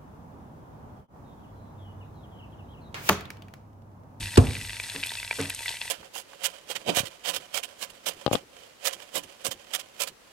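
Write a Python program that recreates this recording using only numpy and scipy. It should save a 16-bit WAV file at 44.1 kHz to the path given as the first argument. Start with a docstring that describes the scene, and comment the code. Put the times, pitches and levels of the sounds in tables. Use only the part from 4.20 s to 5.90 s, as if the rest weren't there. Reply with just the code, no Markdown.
"""Ghee sizzles around a heap of flour in a wide metal pot, close to a phone in a small kitchen.
Steam bubbles pop as short decaying tones and ring the pot over a fine fizz of noise bursts; droplets spit.
One sharp, heavy knock lands early, built from body modes, cracks, a crunch and a boom;
two soft bumps of ring and scuff follow farther off, over a low drone of filtered noise."""
import sys
import numpy as np
from scipy import signal
from scipy.fft import rfft, irfft
from scipy.io import wavfile
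from scipy.ndimage import uniform_filter1d, minimum_filter1d

SR = 44100
rng = np.random.default_rng(int(sys.argv[2]) if len(sys.argv) > 2 else 0)


def unload_audio(sound):
    """Save the sound as a 16-bit wav file, at the path given as the first command line argument."""
    columns = np.transpose(np.atleast_2d(sound))
    # keep every value between -1 and 1, then stretch to whole-number steps
    steps = np.round(np.clip(columns, -1, 1) * 32767)
    wavfile.write(sys.argv[1], SR, steps.astype(np.int16))


N = 74970

# loud bubble pops: t/s, relative level/dB, f/Hz, decay to 1/e/cycles
POPS = [(.0293,-22.5,2530,1.2),(.0577,-24,2420,1.1),(.0702,-24,2610,1.4),(.1396,-27,2090,.9),(.159,-19.5,3240,0.41),
        (.2696,-20,2600,2),(.3086,-24,2300,1.3),(.3335,-25,2700,0.83),(.3526,-18,2540,1.6),(.3672,-23.5,2270,1.1),
        (.3961,-31,2600,3.9),(.4127,-23,2440,1.6),(.4498,-24.5,2500,0.89),(.495,-22,2420,0.92),(.5062,-25.5,2400,1.2),(.5315,-23.5,2600,1.1),
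        (.5679,-23.5,2400,1.3),(.5992,-15.5,2340,1.8),(.6379,-25.5,3700,0.3),(.6992,-21.5,2930,0.93),(.761,-20,2550,1),
        (.8298,-18,2420,1.9),(.8358,-10.5,2650,1.74),(.8487,-21.5,2580,3.5),(.8592,-25.5,2320,0.86),(.8697,-20.5,2830,2.2),(.8807,-34,2700,0.95),
        (.8927,-23,3660,3),(.9177,-22,2660,0.91),(.9367,-24,3200,0.79),(.9534,-22.5,2660,0.57),(.9848,-22,2580,7.4),(.9997,-24,2840,0.71),
        (1.0296,-20.5,2150,1.9),(1.048,-24.5,2780,0.38),(1.0773,-23.5,2620,1.4),(1.1101,-10,2300,2.6),(1.1281,-23,2180,0.66),(1.2034,-20,2380,0.66),
        (1.224,-23,2680,0.89),(1.2342,-24,2700,1.6),(1.2557,-21.5,2430,0.83),(1.3025,-17,2670,1.03),(1.3917,-24,2670,0.97),(1.4056,-28,2350,1.9),
        (1.4586,-17.5,2140,1.9),(1.4808,-16.5,3050,0.97),(1.4916,-15.5,2900,1.16),(1.5061,-30,3070,.9),(1.5283,-24,2700,1.6),(1.5693,-24.5,2770,1.4),
        (1.6149,-16,2800,1.3),(1.6247,-26.5,2400,1.3),(1.678,-24,2360,1.04)]
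# tone of every bubble: f/Hz, gain/dB
POP_TONE = [(150,-12.5),(400,11),(800,-3.5),(1250,-0.5),(1800,1.5),(2600,-4),(4300,10),(5200,11.5),(12000,-49)]
# larger blisters collapsing: t/s, level before tone/dB
PLOPS = [(.5992,-31),(0.9183,-30.5),(1.0296,-37),(1.1101,-21.5),(1.4062,-34.5),(1.5063,-32),(1.54,-38),(1.6142,-35.5),(1.654,-36.5)]
# tone of a plop: f/Hz, gain/dB
PLOP_TONE = [(100,-34),(250,-10.5),(400,6.5),(1000,11),(1600,-4),(4000,-73)]
# surges of the sizzle: t/s, gain/dB
SURGE = [(0,3),(.3,1),(.45,1.5),(.58,0.5),(.66,3),(.8,2.5),(.94,3),(1.09,0),(1.2,4),(1.33,0),(1.43,3),(1.5,5),(1.59,0),(1.66,3.5),(1.7,-1)]
# tone of the finest bubbles: f/Hz, gain/dB
FIZZ_TONE = [(300,-8),(900,-2),(1250,-8),(2000,-1.5),(4200,1.5),(5500,3.5),(7200,1.5),(8600,8),(10500,1),(11600,3.5),(12500,-14),(13200,-29),(16000,-31)]
# spitting droplets: t/s, relative level/dB, f/Hz
SPITS = [(.862,-27,9900),(0.869,-28.5,10200),(1.213,-25,8800),(1.2985,-18,11100),(1.348,-25.5,8560)]
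# tone of a spit: f/Hz, gain/dB
SPIT_TONE = [(1000,15),(6000,11.5),(8500,9),(11500,8.5),(13000,-14),(16000,-13)]
# resonances of the pot: f/Hz, width/Hz, boost/dB
POT_RESONANCES = [(926,58,9.5),(1630,300,2.5),(1972,98,10),(2596,410,9),(3450,122,4.5),(4260,110,1.5),(4120,610,2.5)]
# body of the knock: f/Hz, relative level/dB, t60/s, rise/s, delay/s
KNOCK_MODES = [(58,-15,.25,.003,.0068),(98.6,6,.085,.006,.0035),(126,-20,.2,.01,.0038),(250,-11,.12,.0033,.0027),(314,5,.018,.0008,.0024),(365,-10,.045,.0006,0),(489,-4,.028,.0012,.0056),(676,-8,.024,.0007,.0008),(705,-25,.2,.004,.004),(1138,-19,.06,.0008,.004)]
# cracks of the contact: t/s, level before tone/dB, decay to 1/e/s
CRACKS = [(.1738,-22,.0025),(.1768,-13,.0018)]
# tone of a crack: f/Hz, gain/dB
CRACK_TONE = [(300,3),(1200,0),(2000,-4),(3000,-2),(4500,-3),(5700,-7),(7500,6),(9300,1),(12000,-14),(14000,-40)]
# tone of the crunch of the contact: f/Hz, gain/dB
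CRUNCH_TONE = [(100,2),(400,7),(800,5.5),(1400,7),(2000,-6),(2900,1),(3600,-8.5),(4500,-4),(6000,-12),(11000,-13),(14000,-76)]
# tone of the kitchen's answer to the knock: f/Hz, gain/dB
BOOM_TONE = [(25,-28),(70,-12.5),(125,6.5),(180,-6),(245,2),(330,-10),(460,-5),(600,-16),(800,-15.5),(1300,-24),(2200,-38),(6000,-76)]
# soft bumps: t/s, level/dB, bass/dB, scuff/dB, tilt of the ring/dB per octave
BUMPS = [(.746,-39,-2.5,4,-6.5),(1.187,-27.5,-2,1.5,-1.5)]
# ring of a bump: f/Hz, relative level/dB, t60/s, rise/s
BUMP_MODES = [(155,1,0.21,0.02),(205,-5,0.24,0.03),(276.6,4.5,0.24,0.015),(447,9.5,0.083,0.0066),(845,-14,0.18,0.0062),(1473,3,0.041,0.002)]
# tone of the scuff in a bump: f/Hz, gain/dB
SCUFF_TONE = [(60,-14),(160,6.5),(450,11),(750,5),(1050,3),(1400,2.5),(2200,3),(3500,-4),(6000,-15),(14000,-50)]
# tone of the kitchen's drone: f/Hz, gain/dB
DRONE_TONE = [(20,-32),(45,10),(70,-5.5),(103,15.5),(135,-5.5),(200,-3),(400,-20.5),(800,-32),(2000,-34),(12000,-101)]
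# level of the drone: t/s, level/dB
DRONE_LEVEL = [(0,-31.5),(.12,-46.5),(.42,-39),(.55,-49.5),(0.848,-54),(1.1,-54),(1.7,-54)]
# phase by which the left microphone port leads the right: f/Hz, phase/rad
PORT_PHASE = [(0,0),(2000,0),(2400,.6),(5500,1.0),(6700,.3),(7500,.7),(8800,0),(10200,-3.14),(11800,-6.28),(16000,-6.28)]
# left port minus right: f/Hz, level/dB
PORT_BALANCE = [(100,-0.5),(250,-1.5),(700,1.5),(2000,-0.5),(2700,0.9),(4000,3),(5500,2),(7200,2.5),(9000,-0.5),(12000,1)]

# bubbles; the rise is per cycle of decay
POP_DB, POP_RISE_S = 1.5, .0001
WALL_ECHO_S, WALL_ECHO_DB, WALL_ECHO_SPREAD = .001244, -1.5, .13
SIMMER_PER_S, SIMMER_DB, SIMMER_SPREAD_DB = 260, -50.5, 3
SIMMER_HZ, SIMMER_OCTAVES = 2600, .3
SIMMER_CYCLES, SIMMER_RING_OCTAVES = 1.5, 1
PLOP_HZ, PLOP_DECAY_S = 650, .00034
# reflections around the bubbles
SCATTER_DB, SCATTER_T60_S = -9, .0083
KITCHEN_DB, KITCHEN_T60_S, ROOM_RISE_S = -18, .2, .0072
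# fizz and spits
FIZZ_PER_S, FIZZ_DB, FIZZ_SPREAD_DB, FIZZ_RING_S = 2400, -44, 1.5, .0006
SPIT_RING_S, SPIT_OCTAVES = .0013, .4
# knock
KNOCK_S, KNOCK_DB, PORT_LAG_S = .1765, -.5, .00038
CRUNCH_S, CRUNCH_DB, CRUNCH_T60_S, CRUNCH_RISE_S = .1722, -12.5, .063, .00072
BOOM_DB, BOOM_T60_S, BOOM_RISE_S = -16.5, .41, .0091
SETTLE_S, SETTLE_HZ, SETTLE_DB, SETTLE_T60_S, SETTLE_RISE_S = .2835, 87, -9.5, .06, .0042
# bumps; the ring is tilted only above BUMP_TILT_HZ
BUMP_TILT_HZ = 280
BUMP_BASS_HZ, BUMP_BASS_T60_S, BUMP_BASS_RISE_S = 96.9, .37, .022
SCUFF_DB, SCUFF_LEAD_S, SCUFF_T60_S, SCUFF_RISE_S = -5, .0038, .32, .0033
# stereo widths, side over mid
FIZZ_WIDTH, BOOM_WIDTH, ROOM_WIDTH = .36, .33, .85
CRACK_WIDTH, CRUNCH_WIDTH, SCUFF_WIDTH, DRONE_WIDTH = .14, 1.0, .35, .069
# phone
LIMITER_S, TOP_HZ = .004, 16000


def amp(db):
    """Amplitude ratio of a level in dB."""
    return 10 ** (np.asarray(db) / 20)


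def unit(x):
    """Scale to an RMS of one."""
    return x / np.sqrt(np.mean(x ** 2) + 1e-20)


def since(start):
    """Seconds since a moment, zero before it."""
    return np.maximum(np.arange(N) / SR - start, 0)


def fade(t, t60):
    """Exponential decay by 60 dB in t60 seconds."""
    return np.exp(-np.log(1000) * t / t60)


def gains(points, hz):
    """Gains of a curve of f/Hz and gain/dB, drawn over log frequency."""
    f, db = np.array(points, float).T
    return amp(np.interp(np.log(hz + 1e-9), np.log(f), db))


def colour(x, points):
    """Causal, minimum-phase filter with the response of a tone curve."""
    n = 2 ** 17
    cepstrum = irfft(np.log(gains(points, np.fft.rfftfreq(n, 1 / SR))))
    # folding the cepstrum onto positive time makes the phase minimal
    cepstrum[1:n // 2] *= 2
    cepstrum[n // 2 + 1:] = 0
    return irfft(rfft(x, n) * np.exp(rfft(cepstrum)))[..., :N]


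def noise(width):
    """Stereo noise of RMS one; width is side over mid."""
    mid, side = rng.standard_normal((2, N))
    return unit(np.array([mid + width * side, mid - width * side]))


def ring(t, hz, t60, rise):
    """One mode that swells and dies away."""
    return np.sin(2 * np.pi * hz * t) * fade(t, t60) * (1 - np.exp(-(t / rise) ** 2))


def crackle():
    """Loud pops and plops above a simmer of small bubbles, all reflected around pot and kitchen."""
    loud = amp(POP_DB) * bubbles(POPS)
    small = amp(SIMMER_DB) * surge() * unit(bubbles(simmer_rows()))
    return pot(loud + plops() + small)


def simmer_rows():
    """Small bubbles at random moments, scattered in size, pitch and length of ring."""
    count = int(SIMMER_PER_S * N / SR)
    size, pitch, length = np.clip(rng.standard_normal((count, 3)).T, -2, 2)
    starts = rng.uniform(0, N / SR, count)
    hz = SIMMER_HZ * 2 ** (SIMMER_OCTAVES * pitch)
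    cycles = SIMMER_CYCLES * 2 ** (SIMMER_RING_OCTAVES * length)
    return np.c_[starts, SIMMER_SPREAD_DB * size, hz, cycles]


def pop(t, hz, cycles):
    """A bubble's tone rises quickly and falls to 1/e in a given number of cycles."""
    rise = 1 - np.exp(-t / (POP_RISE_S * cycles))
    return np.sin(2 * np.pi * hz * t) * np.exp(-t * hz / cycles) * rise


def bubbles(rows):
    """Each bubble snaps or rings for a few cycles and comes back once from the pot's wall."""
    out, t = np.zeros(N + SR), np.arange(SR // 80) / SR
    paths = 1 + WALL_ECHO_SPREAD * (2 * rng.random(len(rows)) - 1)
    for (start, db, hz, cycles), path in zip(rows, paths):
        direct = pop(t, hz, cycles)
        echo = amp(WALL_ECHO_DB) * pop(np.maximum(t - WALL_ECHO_S * path, 0), hz, cycles)
        i = max(int(start * SR), 0)
        # dividing by sqrt(cycles) keeps long rings from gaining energy
        out[i:i + len(t)] += amp(db) / np.sqrt(cycles) * (direct + echo)
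    return colour(out[:N], POP_TONE)


def plops():
    """A blister gives way with a single low, heavily damped swing of pressure."""
    swings = np.zeros(N)
    for start, db in PLOPS:
        t = since(start)
        swings += amp(db) * np.sin(2 * np.pi * PLOP_HZ * t) * np.exp(-t / PLOP_DECAY_S)
    return colour(swings, PLOP_TONE)


def room_tail(t60):
    """Dense reflections as stereo noise that builds up and dies away."""
    t = since(0)
    swell = 1 - np.exp(-(t / ROOM_RISE_S) ** 2)
    return unit(noise(ROOM_WIDTH) * fade(t, t60) * swell) / np.sqrt(N)


def pot(x):
    """Sound from the fat scatters in the pot and fills the kitchen."""
    scatter = amp(SCATTER_DB) * room_tail(SCATTER_T60_S)
    kitchen = amp(KITCHEN_DB) * room_tail(KITCHEN_T60_S)
    return x + signal.fftconvolve(x[None], scatter + kitchen, axes=1)[:, :N]


def surge():
    """The boil swells and eases a little."""
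    return amp(np.interp(since(0), *np.array(SURGE).T))


def fizz():
    """Countless tiny bursts along the edge of the flour, each a brief hiss."""
    count = int(FIZZ_PER_S * N / SR)
    size_db = FIZZ_SPREAD_DB * np.clip(rng.standard_normal(count), -2, 2)
    power = np.bincount(rng.integers(0, N, count), amp(size_db) ** 2, N)
    # the power of each burst falls to 1/e in FIZZ_RING_S
    decay = np.exp(-1 / (FIZZ_RING_S * SR))
    bursts = np.sqrt(signal.lfilter([1], [1, -decay], power))
    return amp(FIZZ_DB) * unit(colour(bursts * noise(FIZZ_WIDTH), FIZZ_TONE))


def spits():
    """Droplets flash to steam with a short, very bright tick of band-limited noise."""
    out, hz_axis = np.zeros((2, N)), np.fft.rfftfreq(N, 1 / SR) + 1
    for start, db, hz in SPITS:
        t = since(start)
        band = np.exp(-(np.log2(hz_axis / hz) / SPIT_OCTAVES) ** 2 / 2)
        hiss = unit(irfft(rfft(noise(FIZZ_WIDTH)) * band, N))
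        out += amp(db) / 2 * hiss * (t > 0) * np.exp(-t / SPIT_RING_S)
    return colour(out, SPIT_TONE)


def hollow(x):
    """The pot's resonances colour everything that sounds inside it."""
    hz = np.geomspace(100, 16000, 800)
    boost = sum(db / (1 + (2 * (hz - centre) / width) ** 2) for centre, width, db in POT_RESONANCES)
    return colour(x, np.c_[hz, boost])


def knock():
    """A hard contact crunches and cracks, a heavy body thuds and settles, and the kitchen booms."""
    # body and boom start later in the left port
    t = np.array([since(KNOCK_S + PORT_LAG_S), since(KNOCK_S)])
    body = np.zeros((2, N))
    for hz, db, t60, rise, delay in KNOCK_MODES:
        body += amp(db) * ring(np.maximum(t - delay, 0), hz, t60, rise)
    contact = np.zeros(N)
    for start, db, decay in CRACKS:
        after = since(start)
        contact += amp(db) * (after > 0) * np.exp(-after / decay)
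    crack = colour(contact * noise(CRACK_WIDTH), CRACK_TONE)
    touch = since(CRUNCH_S)
    crunch_shape = fade(touch, CRUNCH_T60_S) * (1 - np.exp(-touch / CRUNCH_RISE_S))
    crunch = unit(colour(noise(CRUNCH_WIDTH), CRUNCH_TONE)) * crunch_shape
    boom_shape = fade(t, BOOM_T60_S) * (1 - np.exp(-t / BOOM_RISE_S))
    boom = unit(colour(noise(BOOM_WIDTH), BOOM_TONE)) * boom_shape
    settle = ring(since(SETTLE_S), SETTLE_HZ, SETTLE_T60_S, SETTLE_RISE_S)
    impact = amp(KNOCK_DB) * body + crack + amp(CRUNCH_DB) * crunch
    return impact + amp(BOOM_DB) * boom + amp(SETTLE_DB) * settle


def bumps():
    """Dull bumps farther off: a scuff of noise, then a hollow ring of modes over a bass tone."""
    out = np.zeros((2, N))
    for start, db, bass_db, scuff_db, tilt_db in BUMPS:
        t, early = since(start), since(start - SCUFF_LEAD_S)
        body = np.zeros(N)
        for hz, mode_db, t60, rise in BUMP_MODES:
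            octaves_above = max(np.log2(hz / BUMP_TILT_HZ), 0)
            body += amp(mode_db + tilt_db * octaves_above) * ring(t, hz, t60, rise)
        bass = amp(bass_db) * ring(t, BUMP_BASS_HZ, BUMP_BASS_T60_S, BUMP_BASS_RISE_S)
        scuff_shape = fade(early, SCUFF_T60_S) * (1 - np.exp(-early / SCUFF_RISE_S))
        scuff = unit(colour(noise(SCUFF_WIDTH), SCUFF_TONE)) * scuff_shape
        out += amp(db) * (body + bass + amp(SCUFF_DB + scuff_db) * scuff)
    return out


def drone():
    """Low, wavering background of the kitchen: noise filtered to the bass, following a level curve."""
    level = amp(np.interp(since(0), *np.array(DRONE_LEVEL).T))
    return unit(colour(noise(DRONE_WIDTH), DRONE_TONE)) * level


def scene():
    """The sizzling pot close by, the knock, the bumps farther off and the kitchen's drone."""
    sizzle = hollow(crackle() + surge() * fizz() + spits())
    return sizzle + knock() + bumps() + drone()


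def limit(x):
    """A look-ahead limiter turns the sound down wherever it would pass full scale."""
    size = int(LIMITER_S * SR)
    gain = 1 / np.maximum(np.abs(x).max(axis=0), 1)
    return x * uniform_filter1d(minimum_filter1d(gain, size), size)


def record(dry):
    """The phone's two microphone ports differ in phase and level; peaks are limited and the top is cut."""
    hz = np.fft.rfftfreq(2 * N, 1 / SR)
    phase = np.interp(hz, *np.array(PORT_PHASE).T)
    # each port takes half of the difference
    skew = np.sqrt(gains(PORT_BALANCE, hz)) * np.exp(1j * phase / 2)
    ports = irfft(rfft(dry, 2 * N) * np.array([skew, 1 / skew]))[:, :N]
    top_cut = signal.ellip(8, .2, 70, TOP_HZ, fs=SR, output="sos")
    return signal.sosfilt(top_cut, limit(ports))


dry = scene()
out = record(dry)
unload_audio(out)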